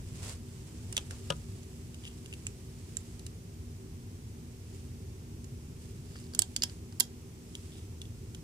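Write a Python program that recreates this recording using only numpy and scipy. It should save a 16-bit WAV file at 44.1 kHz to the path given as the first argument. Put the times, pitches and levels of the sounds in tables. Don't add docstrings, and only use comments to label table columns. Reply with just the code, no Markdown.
import sys
import numpy as np
from scipy import signal
from scipy.fft import rfft, irfft, next_fast_len
from scipy.io import wavfile
from scipy.ndimage import uniform_filter1d, map_coordinates

SR = 44100
rng = np.random.default_rng(int(sys.argv[2]) if len(sys.argv) > 2 else 0)


def persist_wave(psi):
    counts = np.round(np.clip(psi, -1, 1) * 32767).astype(np.int16)
    wavfile.write(sys.argv[1], SR, np.atleast_2d(counts).T)


N = 371763

# f/Hz, density level/dB
AIR_SPECTRUM = [(12, -76), (20, -13), (27, -27), (40, -9.5), (92, 1.5), (188, -9), (208, -14.5), (241, -7),
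                (266, -18), (318, -15), (351, -20.5), (381, -13), (413, -17), (564, -29.5), (1000, -33.5),
                (1300, -41.5), (2200, -120)]
# f/Hz, density level/dB
HISS_SPECTRUM = [(400, -23), (700, -8), (1300, -4), (1600, -5.5), (2600, -3.5), (3900, -6.5), (5500, -3),
                 (8300, -4), (10800, -9), (15200, -13.5), (15900, -35)]
# f/Hz, width of the pitch drift/Hz, level/dB
FAN_TONES = [(58.7, 6.65, -61), (80.4, 12.2, -56), (95, 6.83, -53), (120.8, 8.94, -65.5),
             (239.6, 4.756, -58), (320.3, 17.54, -67), (380.9, 7.51, -63.5)]
# t/s, level/dB
RUMBLE_LEVEL = [(0.1, -41.5), (0.52, -48), (0.89, -43), (2.02, -47.5), (6.01, -45), (7.45, -50),
                (8.34, -43.5), (8.43, -46.5)]
# f/Hz, left-right likeness/1
COHERENCE = [(60, 1), (240, 0.97), (480, 1), (950, 0.41), (2000, 0.017), (15000, 0.037)]
# f/Hz, level/dB
LEFT_SHADE = [(300, 3.5), (1500, 3.5), (3200, 3), (5000, -2.5), (6700, -11), (8200, -21), (11000, -15),
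              (15000, -10)]
# f/Hz, T60/s
ROOM_T60 = [(200, 0.4), (3000, 0.16), (8000, 0.135), (15000, 0.09)]

# t of the middle/s, length/s, level/dB, share of power on table against loom/1
RUB_STROKES = [(0.098, 0.21, -58.5, 0.2), (0.191, 0.067, -58, 0.35), (0.283, 0.089, -45, 0.35),
               (0.542, 0.18, -64, 0.05), (0.918, 0.47, -62, 0.55), (1.138, 0.05, -63, 1),
               (1.34, 0.83, -60, 0.13), (2.05, 0.07, -65, 0.1), (2.333, 0.45, -61, 0.15),
               (2.8, 0.04, -77, .02), (2.993, 0.45, -60.5, 0.2), (4.762, 0.25, -64, 0.02),
               (5.848, 0.085, -60.5, 0), (6.156, 0.27, -61, 0.14), (6.376, 0.053, -63, 1),
               (6.52, 0.09, -61, 0.1), (6.7, 0.1, -57.5, 0.15), (7.667, 0.28, -59.5, 0.1)]
# f/Hz, density level/dB
SKIN_SPECTRUM = [(150, -13), (400, 3), (800, -1.5), (1500, -4.5), (2200, -5.5), (3200, -8), (5000, -6),
                 (8000, -6), (11000, -22), (15000, -57)]
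# f/Hz, width/Hz, level/dB
SCRAPE_MODES = [(2690, 2040, -8), (5000, 1440, -2), (7600, 2100, 2.5), (9830, 4300, -4.5)]
STICKS_PER_S, STICK_DB = 55, 1.4
GRAINS_PER_S, GRAIN_DB = 600, 2.6

# t/s, level/dB, hardness of the crack/dB
BASE_HITS = [(0.9774, -46.5, 20), (0.9845, -47, 6), (1.2994, -42, -3), (1.3027, -22, 0),
             (1.3223, -37.5, -1)]
# f/Hz, width/Hz, level/dB
BASE_MODES = [(2690, 350, 0.5), (3460, 420, 3), (5700, 1040, -7.5), (8700, 2300, -15.5)]
# f/Hz, level/dB, T60/s, left minus right/dB
TABLE_MODES = [(158, -2.5, 0.19, 0), (257, -14, 0.036, -1), (463, -11, 0.078, 2), (561, -2.5, 0.052, 19),
               (770, -16, .045, 14), (986, -8, 0.048, 12), (1244, -10, 0.066, 18), (1430, -11, 0.05, 20),
               (1694, -15, 0.053, 17)]
THUD_T60_S = 0.055

# start t/s, end t/s, mean tick energy level/dB, f/Hz
CRACKLES = [(2.04, 2.09, -28.5, 3070), (2.095, 2.133, -41, 3070), (4.704, 4.801, -42, 7000),
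            (6.06, 6.155, -43, 4900), (6.16, 6.192, -35.5, 4900), (6.21, 6.27, -43, 4800),
            (7.722, 7.83, -41, 3420)]
CRACKLES_PER_S, CRACKLE_SPREAD_DB = 200, 7
# t/s, energy level/dB, f of the struck part/Hz, its ring level/dB, push on the base/dB
NAIL_TICKS = [(0.9262, -11.5, 8600, 1, 8), (0.946, -29.5, 7550, -11, 28), (.9505, -33, 7700, -2, 0),
              (0.967, -0.5, 3430, -7, 5), (0.9773, -4.5, 3090, -1, 10), (0.993, -28, 3600, 3, 0),
              (1.1087, -15.5, 1580, -10, 14), (1.3650, -27, 7000, 1, -6), (1.632, -29, 7000, -6, -6),
              (1.9440, -24, 2950, -6, -8), (2.2596, -23.5, 2970, -3, -4), (2.3273, -20.5, 2650, 8, -12),
              (2.337, -19, 2740, 1, -10), (2.4677, -6.5, 7560, 4, -20), (2.4674, -16.5, 2570, 5, -14),
              (2.9694, -2.5, 7300, 11.5, 2), (2.9734, -17, 7360, 16, 8), (3.0055, -29, 7400, 2, -6),
              (3.194, -22.5, 7000, -9, 5), (3.265, -16, 7550, -6, -10), (5.4435, -23, 6850, 4, -6),
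              (6.1995, -30, 8000, -8, -4), (6.241, -32, 4494, -2, -4), (6.924, -28, 4900, -6, 15),
              (7.552, -14.5, 3260, -1.5, -16), (8.0165, -17.5, 3500, -1, -14), (8.054, -31, 3300, 0, -6),
              (8.3473, -19.5, 3160, -6.5, 4)]
# f/Hz, width/Hz, level/dB
FRAME_MODES = [(550, 630, -16), (1040, 130, -16), (1550, 330, -10), (2340, 550, -8), (2870, 114, 1),
               (3680, 380, -5), (5040, 970, -4.5), (5620, 360, -1), (6050, 950, 0.5), (7300, 1770, -0.5),
               (9000, 1400, -3), (11000, 890, -8.5), (12900, 3000, -24)]

# t/s, energy level/dB, f of the struck pin/Hz, its ring level/dB,
# brightness/(dB per octave), push on the base/dB, creep before the slip/s,
# tuning of the loaded pins as a ratio/1, energy level in the rail/dB
BAND_SNAPS = [(6.157, -26.5, 1550, -8, -12, 6, 0.0022, 1.03, -38),
              (6.3361, -22.5, 4750, -1, -1, 8, .0004, 1.07, -42),
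              (6.3484, -8, 8100, -7, 4, 5, .0002, 1, -26), (6.3915, 10.5, 7980, 4, 4.5, 1.5, .0004, 1, -21),
              (6.3997, -18, 8600, -4, -3, 8, .0003, 1.04, -30),
              (6.4197, 1.5, 8460, -4, 1, -13, .0003, 0.995, -15.5),
              (6.5632, 0, 7640, -10, -0.5, -0.5, 0.00046, .97, -37),
              (6.573, -23, 6200, 5, 0, -8, .0003, 1.1, -40),
              (6.6216, -2, 4820, 4, -7.5, -24, 0.00044, 0.96, -34),
              (6.6359, 3.5, 5260, -0.5, -0.5, -4, 0.0023, 0.99, -17),
              (6.6967, -24, 4730, -1, -9, -2, .0004, 0.94, -36),
              (6.9998, 8, 12000, -0.5, 4, -7, 0.00073, 1.06, -22),
              (7.0047, 6.5, 10500, -3.5, -.5, -4.5, .0007, 1, -10)]
# f/Hz, width/Hz, level/dB
PIN_MODES = [(308, 19, -2), (1010, 400, -23), (1590, 350, -13.5), (3170, 210, -5.5), (3460, 300, -8.5),
             (4820, 530, 0), (5700, 380, -3), (6580, 510, 1), (7760, 410, 0), (8900, 520, -3.5),
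             (10540, 740, -5), (12000, 1100, -11.5), (14700, 1700, -22)]
# f/Hz, level/dB, T60/s
RAIL_MODES = [(748, -14.5, 0.11), (966, -13, 0.088), (1600, -8, 0.063), (2800, -3, 0.053), (3240, 0, .08),
              (3680, -5, 0.088), (4200, -7, .06), (4760, -4, .04)]
RAIL_DETUNE, RAIL_WAVER = 0.005, 0.06
RATTLE_GAP_S, RATTLE_DB, RATTLE_LOSS_DB = 0.0075, -20, 1.8
RATTLE_HZ, RATTLE_RING_DB, RATTLE_BRIGHT_DB = 5450, -1, 2
CREEP_S = 0.0007
LOOSE_PER_DB = 0.006
TOP_HZ = 16000


def amp(db):
    return 10 ** (np.asarray(db) / 20)


def unit(x):
    return x / np.sqrt(np.mean(x ** 2) + 1e-20)


def along(points, hz):
    f, v = np.transpose(points)
    return np.interp(np.log(hz + 1), np.log(f + 1), v)


def filtered(x, response):
    n = x.shape[-1]
    m = next_fast_len(n + SR // 8)
    return irfft(rfft(x, m) * response(np.fft.rfftfreq(m, 1 / SR)), m)[..., :n]


def add(track, s, sound):
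    part = track[:, round(s * SR):][:, :sound.shape[-1]]
    part += sound[..., :part.shape[-1]]


def wobble(rate):
    knots = rng.standard_normal(N // 8)
    return map_coordinates(knots, [np.arange(N) * rate / SR], mode="wrap")


def rush(spectrum):
    def mix(hz):
        turn = np.arccos(np.clip(along(COHERENCE, hz), -1, 1)) / 2
        return amp(along(spectrum, hz)) * np.array([np.cos(turn), np.sin(turn)])

    mid, side = filtered(rng.standard_normal((2, N)), mix)
    return unit(np.array([mid + side, mid - side]))


def left_lags(x, lag_ms):
    late = filtered(x[0], lambda hz: np.exp(-2j * np.pi * hz * lag_ms / 1000))
    return np.array([late, x[1]])


def shaded(x):
    return np.array([filtered(x[0], lambda hz: amp(along(LEFT_SHADE, hz))), x[1]])


def wandering(hz, width):
    drift = uniform_filter1d(rng.standard_normal(N), size=SR // 16)
    pitch = hz + unit(drift) * width / 2
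    return unit(np.sin(2 * np.pi * np.cumsum(pitch) / SR))


def fan(air_db=-45.5, hiss_db=-60.3, follow=0.97, hiss_pan_db=-1.5):
    tones = sum(amp(db) * wandering(hz, width) for hz, width, db in FAN_TONES)
    air = tones + amp(air_db) * rush(AIR_SPECTRUM)
    s, level = np.transpose(RUMBLE_LEVEL)
    drift = amp(follow * np.interp(np.arange(N) / SR, s, level - level.mean()))
    deep = filtered(air, lambda hz: 1 / (1 + (hz / 140) ** 6))
    air = air + (drift - 1) * deep
    hiss = amp(hiss_db) * rush(HISS_SPECTRUM) * amp([[hiss_pan_db / 2], [-hiss_pan_db / 2]])
    return left_lags(air + hiss, lag_ms=0.334)


def room(x, wall_s=0.0036, wall_db=-23, tail_db=-15.0):
    hz, t, z = signal.stft(rng.standard_normal((2, SR // 3)), SR, nperseg=256)
    decay = amp(-60 * t / along(ROOM_T60, hz)[:, None])
    tail = signal.istft(z * decay, SR, nperseg=256)[1]
    tail *= amp(tail_db) / np.linalg.norm(tail[0])
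    tail[:, round(wall_s * SR)] += amp(wall_db)
    return signal.fftconvolve(x, tail, axes=1)[:, :N]


def plastic(hz, modes):
    response = 0
    for k, (centre, width, db) in enumerate(modes):
        damping = 1j * hz * width
        response = response + (-1) ** k * amp(db) * damping / (centre ** 2 - hz ** 2 + damping)
    return response


def rubs(pins_db=2, table_pan_db=3):
    t = np.arange(N) / SR
    grip = amp(STICK_DB * wobble(STICKS_PER_S))
    grains = rng.standard_normal((2, N)) * grip * amp(GRAIN_DB * wobble(GRAINS_PER_S))
    pins = amp(pins_db) * shaded(unit(filtered(grains, lambda hz: plastic(hz, SCRAPE_MODES))))
    table = unit(rush(SKIN_SPECTRUM) * grip) * amp([[table_pan_db / 2], [-table_pan_db / 2]])
    on_table, on_pins = np.zeros(N), np.zeros(N)
    for s, length, db, share in RUB_STROKES:
        stroke = amp(db) * np.exp(-2 * ((t - s) / length) ** 2)
        share = np.clip(share, 0, 1)
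        on_table += stroke * np.sqrt(share)
        on_pins += stroke * np.sqrt(1 - share)
    return table * on_table + pins * on_pins


def base_hits(crack_db=0, crack_t60=0.024, thud_db=-9, ring_db=-6.0, crack_pan_db=3, rise_s=0.00097):
    out, t = np.zeros((2, N)), np.arange(SR // 3) / SR
    for s, db, hard_db in BASE_HITS:
        ring = 0
        for hz, level, t60, pan in TABLE_MODES:
            tone = np.sin(2 * np.pi * (hz * t + rng.random()))
            ring = ring + amp(level - 60 * t / t60) * tone * amp([[pan / 2], [-pan / 2]])
        noise = rng.standard_normal(len(t)) + 0.5 * rng.standard_normal((2, len(t)))
        crack = unit(filtered(noise, lambda hz: plastic(hz, BASE_MODES)))
        crack = crack * amp(crack_db + hard_db - 60 * t / crack_t60)
        crack = crack * amp([[crack_pan_db / 2], [-crack_pan_db / 2]])
        dull = filtered(rng.standard_normal((2, len(t))), lambda hz: 1 / (1 + (hz / 1500) ** 4))
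        thud = unit(dull) * amp([[5], [-5]])
        low = ring * amp(ring_db) + thud * amp(thud_db - 60 * t / THUD_T60_S)
        add(out, s, amp(db) * (low * (1 - np.exp(-t / rise_s)) + crack))
    return out


def clicks(contacts, modes, ring_t60, chatter_s, snap, creep_db,
           rise=0.00024, push_hz=1750, apart=1.0, waver=0.061):
    lead = 0.008
    out, t = np.zeros((2, N)), np.arange(SR // 12) / SR - lead
    after = np.maximum(t, 0)

    def norm(v):
        return v / np.linalg.norm(v[-1])

    for s, db, pitch_hz, ring_db, bright_db, push_db, creep_s, tuning in contacts:
        chatter_t60 = chatter_s * np.exp(-LOOSE_PER_DB * db)
        creep = amp(creep_db) * np.exp(-abs(t / creep_s))
        grip = np.where(t < 0, creep, amp(-60 * after / chatter_t60))
        force = (rng.standard_normal(len(t)) + apart * rng.standard_normal((2, len(t)))) * grip
        force[:, round(lead * SR)] += snap

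        def response(hz):
            tilt = bright_db * np.log2(np.maximum(hz, 2000) / 2000)
            push = push_db / (1 + (hz / push_hz) ** 6)
            return plastic(hz / tuning, modes) * amp(tilt + push)

        body = filtered(force, response)
        phase = 2 * np.pi * pitch_hz * after + waver * np.cumsum(rng.standard_normal(len(t)))
        ring = np.sin(phase[None]) * amp(-60 * after / ring_t60) * (1 - np.exp(-after / rise))
        add(out, s - lead, amp(db) * norm(norm(body) + amp(ring_db) * norm(ring)))
    return out


def crackle(ring_db=1, bright_db=-1, push_db=-6):
    contacts = []
    for start, end, mean_db, centre_hz in CRACKLES:
        moments = np.arange(start, end, 1 / CRACKLES_PER_S)
        for moment, (late, size, pitch) in zip(moments, rng.uniform(-1, 1, (32, 3))):
            s = moment + late / (2 * CRACKLES_PER_S)
            db = mean_db + CRACKLE_SPREAD_DB * size
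            hz = centre_hz * 2 ** (0.1 * pitch)
            contacts.append((s, db, hz, ring_db, bright_db, push_db, CREEP_S, 1))
    return clicks(contacts, FRAME_MODES, ring_t60=0.0067, chatter_s=0.018, snap=1, creep_db=-16)


def nails(bright_db=3.0):
    contacts = [(s, db, hz, ring_db, bright_db, push_db, CREEP_S, 1)
                for s, db, hz, ring_db, push_db in NAIL_TICKS]
    return clicks(contacts, FRAME_MODES, ring_t60=0.008, chatter_s=0.019, snap=1, creep_db=-8)


def rail(vary_db=0.5):
    out, t = np.zeros((2, N)), np.arange(SR // 6) / SR
    for s, *_, db in BAND_SNAPS:
        ring = 0
        for hz, level, t60 in RAIL_MODES:
            pitch = hz * (1 + RAIL_DETUNE * rng.standard_normal())
            phase = 2 * np.pi * pitch * t + RAIL_WAVER * np.cumsum(rng.standard_normal(len(t)))
            ring = ring + amp(level + vary_db * rng.standard_normal() - 60 * t / t60) * np.sin(phase)
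        add(out, s, amp(db) * ring / np.linalg.norm(ring))
    return out


def band():
    release_s = BAND_SNAPS[-1][0]
    gaps = RATTLE_GAP_S * rng.uniform(0.7, 1.3, size=6)
    contacts = [row[:-1] for row in BAND_SNAPS]
    for k, s in enumerate(release_s + np.cumsum(gaps)):
        db = RATTLE_DB - RATTLE_LOSS_DB * k
        contacts.append((s, db, RATTLE_HZ, RATTLE_RING_DB, RATTLE_BRIGHT_DB, 0, CREEP_S, 1))
    pins = clicks(contacts, PIN_MODES, ring_t60=0.0055, chatter_s=0.016, snap=1, creep_db=-4)
    return pins + rail()


def scene(crossfeed=0.13, base_to_room_db=-7):
    loom = left_lags(shaded(nails() + band() + crackle()), lag_ms=0.21)
    base = base_hits()
    hits = loom + amp(base_to_room_db) * base
    mixed = (1 - crossfeed) * hits + crossfeed * hits[::-1]
    return loom + base + room(mixed) + rubs() + fan()


def record(dry):
    return filtered(dry, lambda hz: hz < TOP_HZ)


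dry = scene()
out = record(dry)
persist_wave(out)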